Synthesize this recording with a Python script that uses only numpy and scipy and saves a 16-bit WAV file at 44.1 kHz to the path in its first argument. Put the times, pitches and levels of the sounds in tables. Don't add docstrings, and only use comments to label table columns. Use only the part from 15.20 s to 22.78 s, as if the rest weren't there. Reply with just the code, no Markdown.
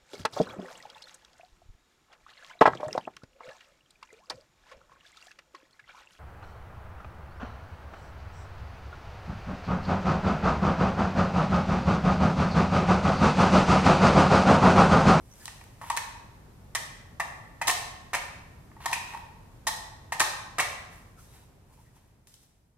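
import sys
import numpy as np
from scipy import signal
from scipy.fft import rfft, irfft, next_fast_len
from scipy.io import wavfile

SR = 44100
rng = np.random.default_rng(int(sys.argv[2]) if len(sys.argv) > 2 else 0)


def to_wav(s):
    ch = np.atleast_2d(s).T
    pcm = np.round(np.clip(ch, -1, 1) * 32767)
    wavfile.write(sys.argv[1], SR, pcm.astype(np.int16))


N = 334137

EARS_APART = 1


def undb(db):
    return 10 ** (np.asarray(db) / 20)


def unit(x):
    return x / np.sqrt(np.mean(x ** 2))


def fall(t, t60):
    return np.exp(-np.log(1000) * t / t60)


def resonate(x, peaks):
    out = 0
    for hz, width, db in peaks:
        out = out + undb(db) * signal.lfilter(*signal.iirpeak(hz, hz / width, fs=SR), x)
    return out


def toy():
    # ms after the first contact,
    # then hollow, shell and crack level in dB, relative to the levels of the move.
    tooth_run = [(0, 0, -3, -1), (4.3, -7, 0, 0), (10, -8, -7, -7), (16, -10, -10, -9), (22, -13, -9, -20)]
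    snap_run = [(0, -10, -20, -3), (5.5, -4, -4, -2), (8, 0, 0, 0), (17, -4, -10, -6), (22, -1, -3, -8),
                (26, -2, -8, -4), (35, -9, -20, -8)]
    release_run = [(0, -2, -11, -6), (3, -3, -7, -4), (9.5, -1, -1, -7), (14, -8, 0, -1), (18.5, 0, -4, 1),
                   (25, -8, -11, -9), (36, -7, -12, -11)]
    catch_run = [(0, -3, -2, 0), (3, 0, -5, -6), (18, -16, -8, -8)]
    latch_run = [(0, -8, -20, -7), (7, -1, -1, 0), (12.5, -10, -4, -4), (21, -14, -16, -12)]
    single = [(0, 0, 0, 0)]

    # start in seconds, time stretch of the run, extra fade of the run in
    # dB per unstretched ms, how far the jaw is shut (0-1), favoured hollow pitch in Hz, its peak in dB,
    # favoured shell pitch in Hz, its peak in dB, crack peak in dB, chatter time in ms.
    teeth = [(1.5498, 1.01, -.02, .2, 1020, -24.5, 1930, -22.5, -15.5, 2.1),
             (1.9982, .98, .02, .2, 970, -20, 1900, -20.5, -27, 4.1),
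             (2.414, .99, .2, .05, 850, -21, 1850, -19.5, -28, 5.5),
             (4.468, .85, -.25, .1, 970, -20, 1880, -24.5, -16.5, 5.5),
             (4.921, 1.3, .4, .45, 950, -21, 1840, -22, -25, 7)]
    snaps = [(2.4715, 1.12, -.03, .75, 1000, -17, 1980, -15.5, -12.5, 4),
             (4.9961, .84, .15, .6, 1000, -15, 1880, -11.5, -9, 2.9)]
    releases = [(2.9325, .99, .05, .9, 950, -21, 2000, -16, -20, 3.8),
                (5.383, 1.09, -.02, .9, 1080, -19, 2020, -13, -18, 4.8)]
    catches = [(.6995, .9, .02, .15, 965, -19, 2050, -23, -20.5, 3.5),
               (3.6577, 1.2, .1, .02, 985, -18.5, 1920, -24, -20, 3.2)]
    latches = [(.766, .88, .4, .9, 1000, -23, 1950, -14.5, -14, 2.4),
               (3.722, 1.01, -.15, .3, 970, -22, 2250, -17, -21, 5.5)]

    # start in seconds, how far the jaw is shut (0-1),
    # hollow, shell and crack peak in dB.
    light_knocks = [(.2555, .5, -46, -42, -23), (.279, .5, -35.5, -35, -30), (.412, .9, -44, -42, -46),
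                    (.614, .05, -31.5, -39, -43), (.62, 0, -37, -49, -47), (.63, 0, -34.5, -53, -50),
                    (.638, 0, -36.5, -45, -51), (2.123, .1, -40, -39, -53), (3.516, .8, -47, -49, -64),
                    (3.566, 0, -42.5, -53, -62), (3.604, .3, -39, -50, -59), (3.624, .1, -47, -50, -46),
                    (3.648, 0, -37.5, -50, -48), (3.714, 0, -31.5, -34, -25), (3.781, .3, -43, -34.5, -33),
                    (3.925, 0, -42, -44, -48), (3.936, 0, -35.5, -37, -42), (3.947, 0, -30, -49, -41),
                    (5.651, 1, -42, -40, -51), (7.071, .85, -63, -57, -46), (7.14, .9, -73, -70, -40)]
    hollow_hz, shell_hz, chatter_ms = 990, 1920, 2.2
    nudges = [(s, 1, 0, shut, hollow_hz, hollow_db, shell_hz, shell_db, crack_db, chatter_ms)
              for s, shut, hollow_db, shell_db, crack_db in light_knocks]

    knocks = play(teeth, tooth_run, free_ms=8.5, focus_db=8)
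    knocks += play(snaps, snap_run, free_ms=8.6, focus_db=8.5)
    knocks += play(releases, release_run, free_ms=12.5, focus_db=9)
    knocks += play(catches, catch_run, free_ms=12.6, focus_db=19)
    knocks += play(latches, latch_run, free_ms=7.5, focus_db=17)
    knocks += play(nudges, single, free_ms=9.5, focus_db=15)
    return knocks


def play(moves, run, free_ms, focus_db):
    # pitch in Hz, T60 in seconds with the jaw open,
    # level in dB with the jaw open, level in dB with the jaw shut.
    hollow_modes = [(530, 0.027, -13, 0.5), (671, 0.056, -4.5, -0.5), (802, 0.052, -4.5, -0.5),
                    (920, 0.062, -2.5, -6.5), (1080, 0.044, -4, -0.5), (1208, 0.055, -8.5, -2.5),
                    (1314, 0.06, -8.5, -3.5)]
    shell_modes = [(1530, 0.03, -7.5, -0.5), (1652, 0.055, -13.5, -8), (1820, 0.061, -2, -3),
                   (1922, 0.033, -3, -9), (2040, 0.054, -8.5, -9), (2200, .05, -15.5, -3.5),
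                   (2347, .05, -10.5, -4), (2483, .05, -7, -3), (2685, 0.028, -5, 4.5)]
    level_scatter_db, spot_scatter = .8, .025
    shell_focus_db = 8

    out = np.zeros((2, N))
    t = np.arange(SR // 8) / SR
    for s, stretch, fade_db, shut, hollow_hz, hollow_db, shell_hz, shell_db, crack_db, chatter_ms in moves:
        for ms, *re_db in run:
            i = int((s + stretch * ms / 1000) * SR)
            level_db = np.add(re_db, [hollow_db, shell_db, crack_db]) - fade_db * ms
            gain = undb(level_db + level_scatter_db * rng.standard_normal(3))
            spot = 1 + spot_scatter * rng.standard_normal(2)

            hollow = ring(hollow_modes, shut, hollow_hz * spot[0], free_ms, focus_db, t)
            shell = ring(shell_modes, shut, shell_hz * spot[1], free_ms, shell_focus_db, t)
            snap = crack(chatter_ms)
            out[:, i:i + len(t)] += gain[0] * hollow + gain[1] * shell
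            out[:, i:i + snap.shape[1]] += gain[2] * snap
    return out


def ring(modes, shut, favoured_hz, free_ms, focus_db, t):
    choke_t60 = .016
    hz, t60, open_db, shut_db = np.transpose(modes)
    level_chance, sign_chance, tuning_chance = rng.standard_normal((3, len(hz)))

    off_spot_db = focus_db * np.minimum(8.2 * np.log2(hz / favoured_hz) ** 2, 1)
    db = open_db + shut * (shut_db - open_db) - off_spot_db + 1.5 * level_chance
    hz = hz * (1 + 0.02 * tuning_chance)
    t60 = t60 * (1 - 0.59 * shut)

    partials = fall(t, t60[:, None]) * np.sin(2 * np.pi * hz[:, None] * t)
    y = (undb(db) * np.sign(sign_chance)) @ partials
    y = y * (1 - np.exp(-t / 0.00047))
    y = y * fall(np.maximum(t - free_ms / 1000, 0), choke_t60)
    return y / np.max(np.abs(y))


def crack(ms):
    # centre in Hz, width in Hz, level in dB.
    crack_colour = [(3095, 230, 3), (3900, 830, 0.5), (5150, 480, -3.5), (6210, 1100, -1.5),
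                    (7950, 1000, -1), (9500, 2200, -5), (12300, 7600, -24.5)]
    size = 2048
    t = np.arange(size) / (ms * SR / 1000)
    burst = np.sqrt(t) * np.exp(-t)

    both, own = rng.standard_normal(size), rng.standard_normal((2, size))
    spectrum = rfft((both + EARS_APART * own) * burst)
    even = irfft(spectrum / np.abs(spectrum)) * burst ** 0.7

    hz = np.fft.rfftfreq(size, 1 / SR)
    power = sum(undb(2 * db) / (1 + (2 * (hz - f) / width) ** 2) for f, width, db in crack_colour)
    bass_cut = hz ** 2 / (hz ** 2 + 2500 ** 2)
    y = irfft(rfft(even) * np.sqrt(power) * bass_cut)
    return y / np.max(np.abs(y))


def fingers():
    # centre in Hz, width in Hz, level in dB.
    rustle_colour = [(3500, 2000, -10.5), (5750, 1800, -5.5), (8100, 4000, 3.5), (12600, 4000, -14.5)]
    grip_colour = [(1000, 160, 5.5), (1400, 490, -4), (1900, 970, -1.5), (2540, 690, -8.5)]
    # peak time in seconds, seconds to rise 20 dB,
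    # seconds to fall 20 dB, hiss level in dB, grip level in dB.
    rubs = [(.25, .25, .04, -53, -58), (.3, .03, .55, -62.5, -68), (.616, .005, .2, -60, -54),
            (.69, .1, .01, -56, -53), (3.606, .006, .3, -66, -53), (3.652, .05, .01, -60, -49),
            (3.9, .1, .15, -60, -52), (5.73, .05, .2, -59, -61), (5.992, .03, .19, -58, -67),
            (6.144, .06, .15, -61.5, -62), (6.54, .08, .04, -65, -68.5), (6.6, .05, .22, -68, -70),
            (6.766, .035, .05, -66, -66), (6.86, .1, .25, -79, -78), (7.076, .006, .06, -58, -74),
            (7.15, .08, .04, -65, -79), (7.236, .09, .03, -64, -75), (7.25, .3, .9, -79, -84)]

    grains = rng.standard_normal((3, N)) * undb(2.84 * rng.exponential(size=(3, N)))
    own, both = grains[:2], grains[2]
    hiss = unit(resonate(own + EARS_APART * both, rustle_colour))
    body = unit(resonate(both, grip_colour))

    t, slide, grip = np.arange(N) / SR, 0, 0
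    for s, rise, drop, hiss_db, grip_db in rubs:
        swell = undb(-20 * np.where(t < s, (s - t) / rise, (t - s) / drop))
        slide = slide + undb(hiss_db) * swell
        grip = grip + undb(grip_db) * swell
    return hiss * slide + body * grip


def thuds():
    # start in seconds, peak in dB.
    jolts = [(0.7, -51), (1.996, -48.5), (2.484, -37.5), (2.941, -42.5), (3.66, -43.5), (4.465, -47.5),
             (5.006, -34), (5.389, -34.5)]
    # pitch in Hz, T60 in seconds, level in dB.
    palm_modes = [(222, 0.049, -3), (307.4, 0.045, 1.5), (370, .05, 0)]

    out, t = np.zeros(N), np.arange(SR // 8) / SR
    for s, db in jolts:
        y = 0
        for hz, t60, mode_db in palm_modes:
            detune = rng.normal(1, 0.057)
            y = y + undb(mode_db) * fall(t, t60) * np.sin(2 * np.pi * hz * detune * t)
        y = y * (1 - np.exp(-t / 0.0018))
        i = int(s * SR)
        out[i:i + len(t)] += undb(db) * y / np.max(np.abs(y))
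    return out


def creaks():
    # start in seconds, length in seconds, pitch in Hz, level in dB.
    grip_shifts = [(0.108, 0.04, 5900, -58), (0.196, 0.045, 1730, -57.5), (.2, 0.022, 4920, -56),
                   (5.97, .05, 1340, -61), (6.02, 0.27, 3830, -70), (6.135, 0.032, 890, -65),
                   (6.14, .07, 1800, -70), (6.221, 0.019, 920, -60), (6.49, 0.06, 920, -66),
                   (6.57, 0.05, 900, -64), (6.63, .08, 1900, -72), (6.76, 0.019, 920, -62)]

    out = np.zeros(N)
    for s, length, hz, db in grip_shifts:
        slips = rng.standard_normal(SR // 2)
        for width in (160, 260):
            slips = resonate(slips, [(hz, width, 0)])
        size, i = int(length * SR), int(s * SR)
        out[i:i + size] += undb(db) * unit(slips)[-size:] * np.sqrt(np.hanning(size))
    return out


def room(x):
    turn_ms, patterns = 11, 6
    turn = np.arange(N) / (turn_ms * SR / 1000)
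    out = 0
    for k in range(patterns):
        away = (turn - k + patterns / 2) % patterns - patterns / 2
        share = np.cos(np.pi / 2 * np.clip(away, -1, 1))
        out = out + signal.fftconvolve((x * share)[None], reflections(), axes=1)[:, :N]
    return out


def reflections():
    # band centre in Hz, T60 in seconds, level in dB.
    room_bands = [(250, 0.32, -43.5), (500, 0.92, -36.5), (1000, 0.94, -39.5), (2000, 0.85, -40.5),
                  (3920, 0.73, -36.5), (8000, 0.59, -40.5), (13200, 0.48, -37)]
    size = next_fast_len(SR)
    t = np.arange(size) / SR
    hz, noise = diffuse(size)
    centres = np.log(np.array(room_bands)[:, 0])
    tail = 0
    for k, (_, t60, db) in enumerate(room_bands):
        share = np.interp(np.log(hz + 1), centres, np.arange(len(room_bands)) == k)
        tail = tail + undb(db) * irfft(noise * share, size) * fall(t, t60)
    return tail * np.clip((t - .003) / 0.0026, 0, 1)


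def diffuse(size):
    alike_hz = 500
    mid, side = rfft(rng.standard_normal((2, size)))
    hz = np.fft.rfftfreq(size, 1 / SR)
    alike = .97 / (1 + (hz / alike_hz) ** 2)
    mid, side = mid * np.sqrt(1 + alike), side * np.sqrt(1 - alike)
    return hz, np.array([mid + side, mid - side])


def room_tone():
    # frequency in Hz, relative density in dB per Hz.
    tone_colour = [(19, -33), (32, -3.5), (70, -3.5), (114, -2.5), (200, -11), (300, -16.5), (784, -22),
                   (870, -22), (990, -25), (1430, -28), (2400, -33), (3030, -36), (8350, -39.5),
                   (14800, -40.5), (16000, -49.5)]
    # time in seconds, RMS level in dB.
    tone_level = [(0.0, -53.5), (1.1, -51), (3.1, -50.5), (5.6, -51.7), (6.4, -55.5), (6.8, -59),
                  (7.58, -68)]

    size = next_fast_len(N)
    hz, noise = diffuse(size)
    f, db = np.transpose(tone_colour)
    tone = irfft(noise * undb(np.interp(np.log(hz + 1), np.log(f), db)), size)[:, :N]
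    s, level_db = np.transpose(tone_level)
    return unit(tone) * undb(np.interp(np.arange(N) / SR, s, level_db))


def scene():
    left_lag = 3
    near = toy() + fingers()
    near = signal.sosfilt(signal.butter(2, 450, "high", fs=SR, output="sos"), near)
    near = near + thuds()
    close = near + creaks()
    direct = np.array([np.roll(close[0], left_lag), close[1]])
    return direct + room(near[1]) + room_tone()


def record(dry):
    soft = signal.sosfilt(signal.butter(4, 14500, fs=SR, output="sos"), dry)
    return signal.sosfilt(signal.ellip(8, .2, 70, 16000, fs=SR, output="sos"), soft)


dry = scene()
out = record(dry)
to_wav(out)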